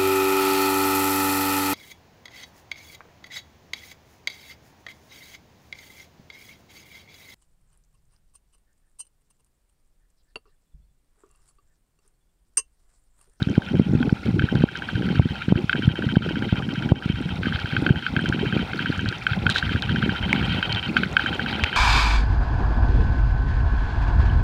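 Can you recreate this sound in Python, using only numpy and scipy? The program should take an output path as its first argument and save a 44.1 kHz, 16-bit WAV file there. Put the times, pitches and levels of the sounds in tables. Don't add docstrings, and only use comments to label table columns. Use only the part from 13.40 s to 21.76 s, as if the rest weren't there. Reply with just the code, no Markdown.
import sys
import numpy as np
from scipy import signal
from scipy.fft import rfft, irfft
from scipy.io import wavfile
from scipy.ndimage import uniform_filter1d

SR = 44100
rng = np.random.default_rng(int(sys.argv[2]) if len(sys.argv) > 2 else 0)


def file_out(sig):
    cols = np.atleast_2d(sig).T
    lim = np.clip(cols, -1, 1)
    pcm = np.round(lim * 32767).astype(np.int16)
    wavfile.write(sys.argv[1], SR, pcm)


N = 368676
T = np.arange(N) / SR
FRAME_HZ = 29.97
KNOCK_HALF_S = 0.02
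KNOCK_T = np.arange(-KNOCK_HALF_S * SR, KNOCK_HALF_S * SR) / SR

# (start [s], length [s], level [dB], pitch of the slaps [Hz])
GUSHES = [(0.074, 0.058, -24.5, 208), (0.298, 0.12, -21, 212), (0.446, .23, -21.5, 203),
          (0.84, 0.199, -20.5, 181), (1.108, .11, -20.5, 180), (1.516, 0.34, -22.5, 182),
          (1.893, 0.028, -23.5, 138), (2.072, .13, -24.5, 200), (2.331, 0.2, -25.5, 174),
          (2.577, .5, -26, 178), (3.116, 0.46, -27.5, 182), (3.697, 0.43, -27.5, 185),
          (4.32, 0.25, -23.5, 183), (4.688, 0.56, -25.5, 181), (5.315, .2, -29.5, 176),
          (5.567, .14, -25, 172), (5.949, 0.17, -27, 150), (6.217, 0.17, -25, 158),
          (6.431, 0.29, -22.5, 159), (6.794, 0.39, -24, 154), (7.254, 0.1, -27.5, 148),
          (7.452, 0.22, -26.5, 183), (7.823, .4, -31.5, 217)]


def amp(db):
    return 10 ** (np.asarray(db) / 20)


def unit(x):
    return x / np.sqrt(np.mean(x ** 2) + 1e-20)


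def add(mix, s, sound):
    start = round(s * SR)
    part = mix[max(start, 0):max(start + len(sound), 0)]
    part += sound[max(-start, 0):][:len(part)]


def colour(x, points):
    hz, db = np.transpose(points)
    size = 10 * SR
    f = np.fft.rfftfreq(size, 1 / SR)
    gain = amp(np.interp(np.log(f + 1), np.log(hz), db))
    return unit(irfft(rfft(x, size) * gain)[:N])


def drift(per_s):
    knots = rng.standard_normal(16000)
    return unit(np.interp(T * per_s, np.arange(len(knots)), knots))


def crackle(per_s, spread_db):
    size = amp(spread_db * np.minimum(rng.exponential(1, N), 4)) * rng.standard_normal(N)
    return unit(size * (rng.random(N) < per_s / SR))


def bubbles(per_size_per_s=130, spread_db=3.0, decay_cycles=4, sizes=28):
    out, t = np.zeros(N), np.arange(1200) / SR
    for hz in np.geomspace(1150, 7000, sizes):
        ring = np.sin(2 * np.pi * hz * t) * np.exp(-hz * t / decay_cycles) * (1 - np.exp(-hz * t))
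        births = crackle(per_size_per_s, spread_db)
        out += np.sqrt(hz) * unit(signal.oaconvolve(births, ring)[:N])
    return unit(out)


def sea(fizz_db=4, wash_db=4.5, flicker_db=3.0, swell_db=3.5, hiss_db=-58.5, hiss_follows=0.35):
    # (time [s], relative fizz level [dB], relative wash level [dB])
    sea_levels = [(0.0, -46.5, -51.5), (0.61, -50, -44.5), (1.84, -42.5, -47), (2.0, -45, -46),
                  (3.1, -46, -46.5), (3.77, -47.5, -47.5), (4.31, -41.5, -44.5), (4.68, -45, -43.5),
                  (4.91, -42.5, -42.5), (5.45, -41.5, -48), (6.01, -45, -44), (6.31, -39, -43.5),
                  (6.52, -43.5, -44), (7.1, -37.5, -37), (7.31, -40.5, -41.5), (7.52, -40.5, -42),
                  (8.03, -39.5, -37), (8.36, -41, -37)]
    # (frequency [Hz], relative density [dB])
    fizz_spectrum = [(900, -55), (1150, -9), (1400, 5.5), (1600, -1.5), (1800, -8), (2050, -3),
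                     (2500, -1.5), (3200, -4.5), (3700, -7.5), (4400, -11.5), (5000, -21), (6200, -37),
                     (9000, -34.5)]
    wash_spectrum = [(20, -27.5), (60, 18), (250, 5.5), (500, 3), (660, 0.5), (810, 9), (960, 0.5),
                     (1120, -3.5), (1600, -39)]
    hiss_spectrum = [(2000, -3.5), (5000, 5.5), (7000, -2), (10000, -5.5), (13000, -11.5), (16000, -16)]
    s, fizz_curve, wash_curve = np.transpose(sea_levels)
    fizz_level, wash_level = np.interp(T, s, fizz_curve), np.interp(T, s, wash_curve)
    hiss_level = hiss_db + hiss_follows * (fizz_level + 44)
    froth = 0.71 * bubbles() + 0.5 * rng.standard_normal(N)
    fizz = colour(froth, fizz_spectrum) * amp(fizz_level + fizz_db + flicker_db * drift(45))
    wash = colour(rng.standard_normal(N), wash_spectrum)
    wash *= amp(wash_level + wash_db + swell_db * drift(30))
    grainy_noise = rng.standard_normal(N) + 0.43 * crackle(per_s=80, spread_db=1.8)
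    hiss = colour(grainy_noise, hiss_spectrum) * amp(hiss_level)
    return fizz + wash + hiss


def slap(hz, skew=0.21):
    phase = np.pi * hz * KNOCK_T
    skewed = phase * (1 - skew * np.tanh(phase))
    pulse = np.gradient(phase * np.exp(-skewed ** 2), phase)
    return pulse / pulse.max()


def turbulence(attack_s=0.015, release_s=0.042, lull_db=-39.5):
    flow = np.full(N, amp(lull_db))
    for s, length, db, _ in GUSHES:
        shape = np.clip((T - s) / attack_s, 0, 1) * np.clip(1 - (T - s - length) / release_s, 0, 1)
        flow = np.maximum(flow, amp(db) * shape ** 2)
    return flow


def churn(per_s=125, pitch_spread=0.315, spread_db=4.0, wobble=0.53, wobble_s=0.0036):
    out, t = np.zeros(N), np.arange(int(0.04 * SR)) / SR
    starts, lengths, _, gush_hz = np.transpose(GUSHES)
    wobble_shape = wobble * t / wobble_s * np.exp(1 - t / wobble_s)
    for k, (jitter, size, pitch, air) in enumerate(rng.standard_normal((int(per_s * N / SR), 4))):
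        s = (k + 0.5 * jitter) / per_s
        hz = np.interp(s, starts + lengths / 2, gush_hz) * np.exp(pitch_spread * np.clip(pitch, -2, 2))
        ring = air * wobble_shape * np.sin(2 * np.pi * hz * t)
        add(out, s - KNOCK_HALF_S, amp(spread_db * size) * slap(hz))
        add(out, s, amp(spread_db * size) * ring)
    running_rms = np.sqrt(uniform_filter1d(out ** 2, size=3600) + 1e-9)
    return turbulence() * out / running_rms


def motor_steps(first_frame_s=0.019, tick_fade_db=7, tick_scatter_db=2.5, whine_scatter_db=1.0):
    # (first step [s], last step [s], first tick level [dB],
    # first whine level [dB], last whine level [dB])
    runs = [(0.02, 0.42, -25, -44.5, -42), (1.02, 2.155, -19, -39.5, -39.5), (2.355, 3.89, -21, -35.5, -40),
            (4.057, 4.324, -18, -36.5, -38), (4.49, 4.624, -14, -34.5, -37.5),
            (4.791, 5.191, -16, -35, -36), (5.392, 5.725, -13.5, -35.5, -35.5),
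            (6.093, 6.76, -12.5, -34.5, -34.5), (6.827, 7.428, -22, -33, -29.5),
            (7.795, 8.329, -14.5, -32, -33.5)]
    steps = []
    for first_s, last_s, tick_db, first_db, last_db in runs:
        frame = round((first_s - first_frame_s) * FRAME_HZ)
        count = round((last_s - first_s) * FRAME_HZ / 2) + 1
        for k, progress in enumerate(np.linspace(0, 1, count)):
            tick_luck, whine_luck = np.clip(rng.standard_normal(2), -2, 2)
            steps.append((first_frame_s + (frame + 2 * k) / FRAME_HZ,
                          tick_db - tick_fade_db * progress + tick_scatter_db * tick_luck,
                          first_db + (last_db - first_db) * progress + whine_scatter_db * whine_luck))
    return steps


def motor_rasp():
    # (centre [Hz], width [Hz], relative level [dB])
    bands = [(1490, 160, -5), (2265, 50, -8.5), (2576, 350, -4), (3123, 200, -1), (3970, 1200, -15.5)]
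    rasp = np.zeros(N)
    for hz, width, db in bands:
        phase = 2 * np.pi * hz * T
        rasp += amp(db) * (drift(1.5 * width) * np.cos(phase) + drift(1.5 * width) * np.sin(phase))
    return rasp / np.sqrt(2)


def lens_motor(whine_hz=3102, tick_hz=1555, drive_hz=954.6, tick_s=0.0049, tick_tail=0.26,
               step_s=0.038, pulse_hz=120, throb=0.3, rasp_db=-1):
    # (multiple of the drive rate, relative level [dB])
    harmonics = [(1, -12), (2, -11), (3, -1), (4, -16.5)]
    ticks, running, tone = np.zeros((3, N))
    t = np.arange(2600) / SR
    travel = np.minimum(t / tick_s, 1)
    tick_shape = np.sin(np.pi * travel) ** 2 + tick_tail * travel ** 2 * np.exp(-(t - tick_s) / 0.0069)
    gate = np.clip(t / 0.0016, 0, 1) * np.clip((step_s - t) / 0.0015, 0, 1)
    gate *= 1 + throb * np.cos(2 * np.pi * pulse_hz * (t - 0.003))
    for start, tick_db, whine_db in motor_steps():
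        turn, detune = rng.standard_normal(2)
        tick = np.sin(2 * np.pi * tick_hz * (1 + 0.003 * detune) * t)
        whine = np.sin(2 * np.pi * (whine_hz * (1 + 0.00065 * detune) * t + turn))
        add(ticks, start, amp(tick_db) * tick_shape * tick)
        add(running, start, amp(whine_db) * gate)
        add(tone, start, amp(whine_db) * gate * whine)
    rasp = amp(rasp_db) * motor_rasp()
    cycles = drive_hz * T + 0.075 * drift(15)
    drive = sum(amp(db) * np.sin(2 * np.pi * multiple * cycles) for multiple, db in harmonics)
    return ticks + tone + running * (rasp + drive)


def electronics(blip_hz=5470, blip_db=-46, first_blip_s=0.0205, line_hz=7881, line_db=-81):
    period = 1 / FRAME_HZ
    from_blip = (T - first_blip_s + period / 2) % period - period / 2
    blips = np.exp(-(from_blip / 0.00085) ** 2) * np.sin(2 * np.pi * blip_hz * from_blip)
    return amp(blip_db + 2 * drift(25)) * blips + amp(line_db) * np.sin(2 * np.pi * line_hz * T)


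def knocks(cusp_s=0.0004, lead_cycles=0.268):
    # (time [s], peak level [dB], pitch [Hz], sharpness of the suction [0-1])
    impacts = [(0.023, -8.5, 138, 0.13), (0.074, -9, 157, 0.02), (0.1817, 2.5, 170, 0.3),
               (0.3535, -9.5, 194, 0.24), (0.3988, 2, 188, .25), (0.537, -6, 198, 0), (0.5534, -4, 181, 0),
               (0.681, -9.5, 167, 0), (0.7284, -3, 166, 0), (1.0417, -6.5, 170, 0), (1.1572, -7, 162, 0.27),
               (1.2404, 5.5, 197, 0.5), (1.7993, 5, 113, 0.41), (1.8583, -5, 178, 0),
               (2.0846, -8.5, 190, 0), (2.1254, 3, 168, 0.54), (2.1608, -5.5, 134, 0.1),
               (2.2443, -11.5, 158, 0), (2.481, 2.5, 132, 0), (2.6681, -10, 138, 0), (2.7714, 4, 154, 0.38),
               (3.1293, -6.5, 123, 0.45), (3.4619, -9.5, 157, 0), (3.523, 5.5, 114, 0.65),
               (3.6615, -9.5, 159, 0), (3.7019, -7.5, 151, 0.05), (4.0711, -12, 198, 0.3),
               (4.153, -14, 96, 0), (4.247, -15.5, 104, 0.2), (4.5094, 2, 143, 0), (4.7723, -9.5, 179, 0),
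               (4.8997, -8, 162, 0), (5.1678, -8.5, 195, 0.5), (5.503, -9, 190, 0.16),
               (6.066, -11.5, 123, 0.1)]
    out = np.zeros(N)
    for s, db, hz, sharpness in impacts:
        suction = sharpness * np.exp(-((KNOCK_T + lead_cycles / hz) / cusp_s) ** 2)
        add(out, s - KNOCK_HALF_S, amp(db) * (slap(hz) - suction))
    return out


def snap(hz, t60, crack_db=-15, rise_s=0.00011, muffle_hz=5500):
    t = np.arange(2000) / SR
    ring = np.sin(2 * np.pi * hz * t) * (1 - np.exp(-t / rise_s)) * amp(-60 * t / t60)
    burst = rng.standard_normal(len(t)) * np.exp(-t / 0.0002)
    crack = signal.lfilter(*signal.butter(2, muffle_hz, fs=SR), burst)
    return ring / ring.max() + amp(crack_db) * crack


def snaps(far_count=16, far_db=-28, low_hz=3300, octaves=1.44, db_per_octave=-10, scatter_db=2.5,
          ring_cycles=22):
    # (time [s], level [dB],
    # frequency [Hz], 60 dB decay time [s])
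    near_snaps = [(.0275, -17, 3760, 0.0084), (1.1527, -27, 4000, 0.0027), (1.3735, -30.5, 5300, .003),
                  (4.2, -29, 4500, 0.002), (4.812, -41, 8500, .003), (4.89, -20, 5500, 0.0008),
                  (5.578, -32, 6000, 0.0014), (5.689, -14.5, 4070, 0.0036), (6.0995, -18, 7000, 0.00082),
                  (6.1823, -12.5, 3920, 0.011), (6.4227, -13, 3700, 0.0031), (6.9296, -3, 2210, 0.0084),
                  (7.326, -14.5, 4240, 0.0077), (7.3481, -18, 3500, .016), (7.729, -32, 6500, 0.0014),
                  (8.238, -2, 2360, 0.0021), (8.2424, -6, 2650, 0.0039)]
    out = np.zeros(N)
    for s, db, hz, t60 in near_snaps:
        add(out, s, amp(db) * snap(hz, t60))
    for when, height, size in rng.random((far_count, 3)):
        hz = low_hz * 2 ** (octaves * height)
        db = far_db + db_per_octave * octaves * height + scatter_db * (2 * size - 1)
        add(out, when * N / SR, amp(db) * snap(hz, ring_cycles / hz))
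    return out


def glugs():
    # (time [s], peak level [dB], first pitch [Hz], last
    # pitch [Hz], length [s])
    pockets = [(.095, -20, 231, 168.5, .032), (0.244, -32, 244, 140, 0.06), (0.57, -24, 298, 188, 0.09),
               (.959, -18.5, 330, 366, 0.021), (3.194, -34, 1190, 1230, .018),
               (5.024, -18, 374, 427, 0.022), (7.837, -23, 307, 244, 0.014), (5.91, -13.5, 102, 121, 0.022),
               (5.96, -16.5, 147, 202, 0.037), (6.338, -12.5, 100, 90, 0.036),
               (8.22, -13.5, 72.4, 80, 0.035)]
    out = np.zeros(N)
    for s, db, first_hz, last_hz, length in pockets:
        hz = np.linspace(first_hz, last_hz, int(length * SR))
        add(out, s, amp(db) * np.hanning(len(hz)) * np.sin(2 * np.pi * np.cumsum(hz) / SR))
    return out


def iris(rise_s=0.0016, gain_db=1):
    # (time [s], relative level [dB])
    clacks = [(0.627, -19.5), (0.693, -23.5), (0.9933, -15), (2.2941, -10), (2.3286, -10.5), (4.0313, -20),
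              (4.158, -20), (4.365, -12), (4.4637, -11), (4.664, -13), (4.7639, -12.5), (5.3324, -19),
              (5.866, -9), (5.932, -17), (6.065, -9), (7.2265, -11), (7.5662, -6), (7.6328, -11.5),
              (7.7665, -4)]
    # (frequency [Hz], relative level [dB], 60 dB decay time [s])
    modes = [(1438, -13, 0.045), (1527, 7, 0.021), (1660, -25, 0.021), (2215, -7, 0.02),
             (2540, -2.5, 0.018), (3110, -0.5, 0.017), (3780, -12, 0.012), (4520, -13.5, 0.011)]
    out, t = np.zeros(N), np.arange(2600) / SR
    onset = 1 - np.exp(-(t / rise_s) ** 2)
    for s, db in clacks:
        detunes = 1 + 0.009 * rng.standard_normal(len(modes))
        ring = sum(amp(mode_db - 60 * t / t60) * np.sin(2 * np.pi * hz * detune * t)
                   for (hz, mode_db, t60), detune in zip(modes, detunes))
        add(out, s, amp(db + gain_db) * ring * onset)
    return out


def scuff():
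    # (time [s], level [dB])
    envelope = [(6.09, -47), (6.1, -24), (6.125, -25), (6.135, -43), (6.15, -27.5), (6.185, -25.5),
                (6.2, -35), (6.215, -70)]
    # (frequency [Hz], gain [dB])
    spectrum = [(1000, -10), (2400, -6), (3900, 1), (5200, -17), (9000, -31.5), (15000, -42)]
    s, db = np.transpose(envelope)
    touching = (T > s[0]) & (T < s[-1])
    friction = colour(crackle(per_s=1530, spread_db=1.7), spectrum)
    return amp(np.interp(T, s, db)) * touching * friction


def scene():
    outside = knocks() + churn() + glugs() + sea() + scuff() + snaps()
    inside = lens_motor() + iris() + electronics()
    return (outside + inside)[None]


def record(dry, threshold_db=-6, recovery_db_per_s=65, low_cut_hz=50, band_limit_hz=15900):
    # (centre [Hz], width [Hz])
    notches = [(2900, 150), (7845, 62), (11700, 1270)]
    f = np.fft.rfftfreq(2 * N, 1 / SR)
    low_cut = f ** 2 / np.hypot(f ** 2, low_cut_hz ** 2)
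    x = irfft(rfft(dry[0], 2 * N) * low_cut)[:N]
    for hz, width in notches:
        x = signal.lfilter(*signal.iirnotch(hz, hz / width, SR), x)
    power_db = 10 * np.log10(abs(uniform_filter1d(x ** 2, size=180)) + 1e-12)
    fall_db = T * recovery_db_per_s
    held_db = np.maximum.accumulate(power_db + fall_db) - fall_db
    over_db = np.maximum(held_db - threshold_db, 0)
    x = x / amp(uniform_filter1d(over_db, size=60))
    low_pass = signal.firwin(511, band_limit_hz, window=("kaiser", 9), fs=SR)
    return signal.oaconvolve(x, low_pass, "same")[None]


dry = scene()
out = record(dry)
file_out(out)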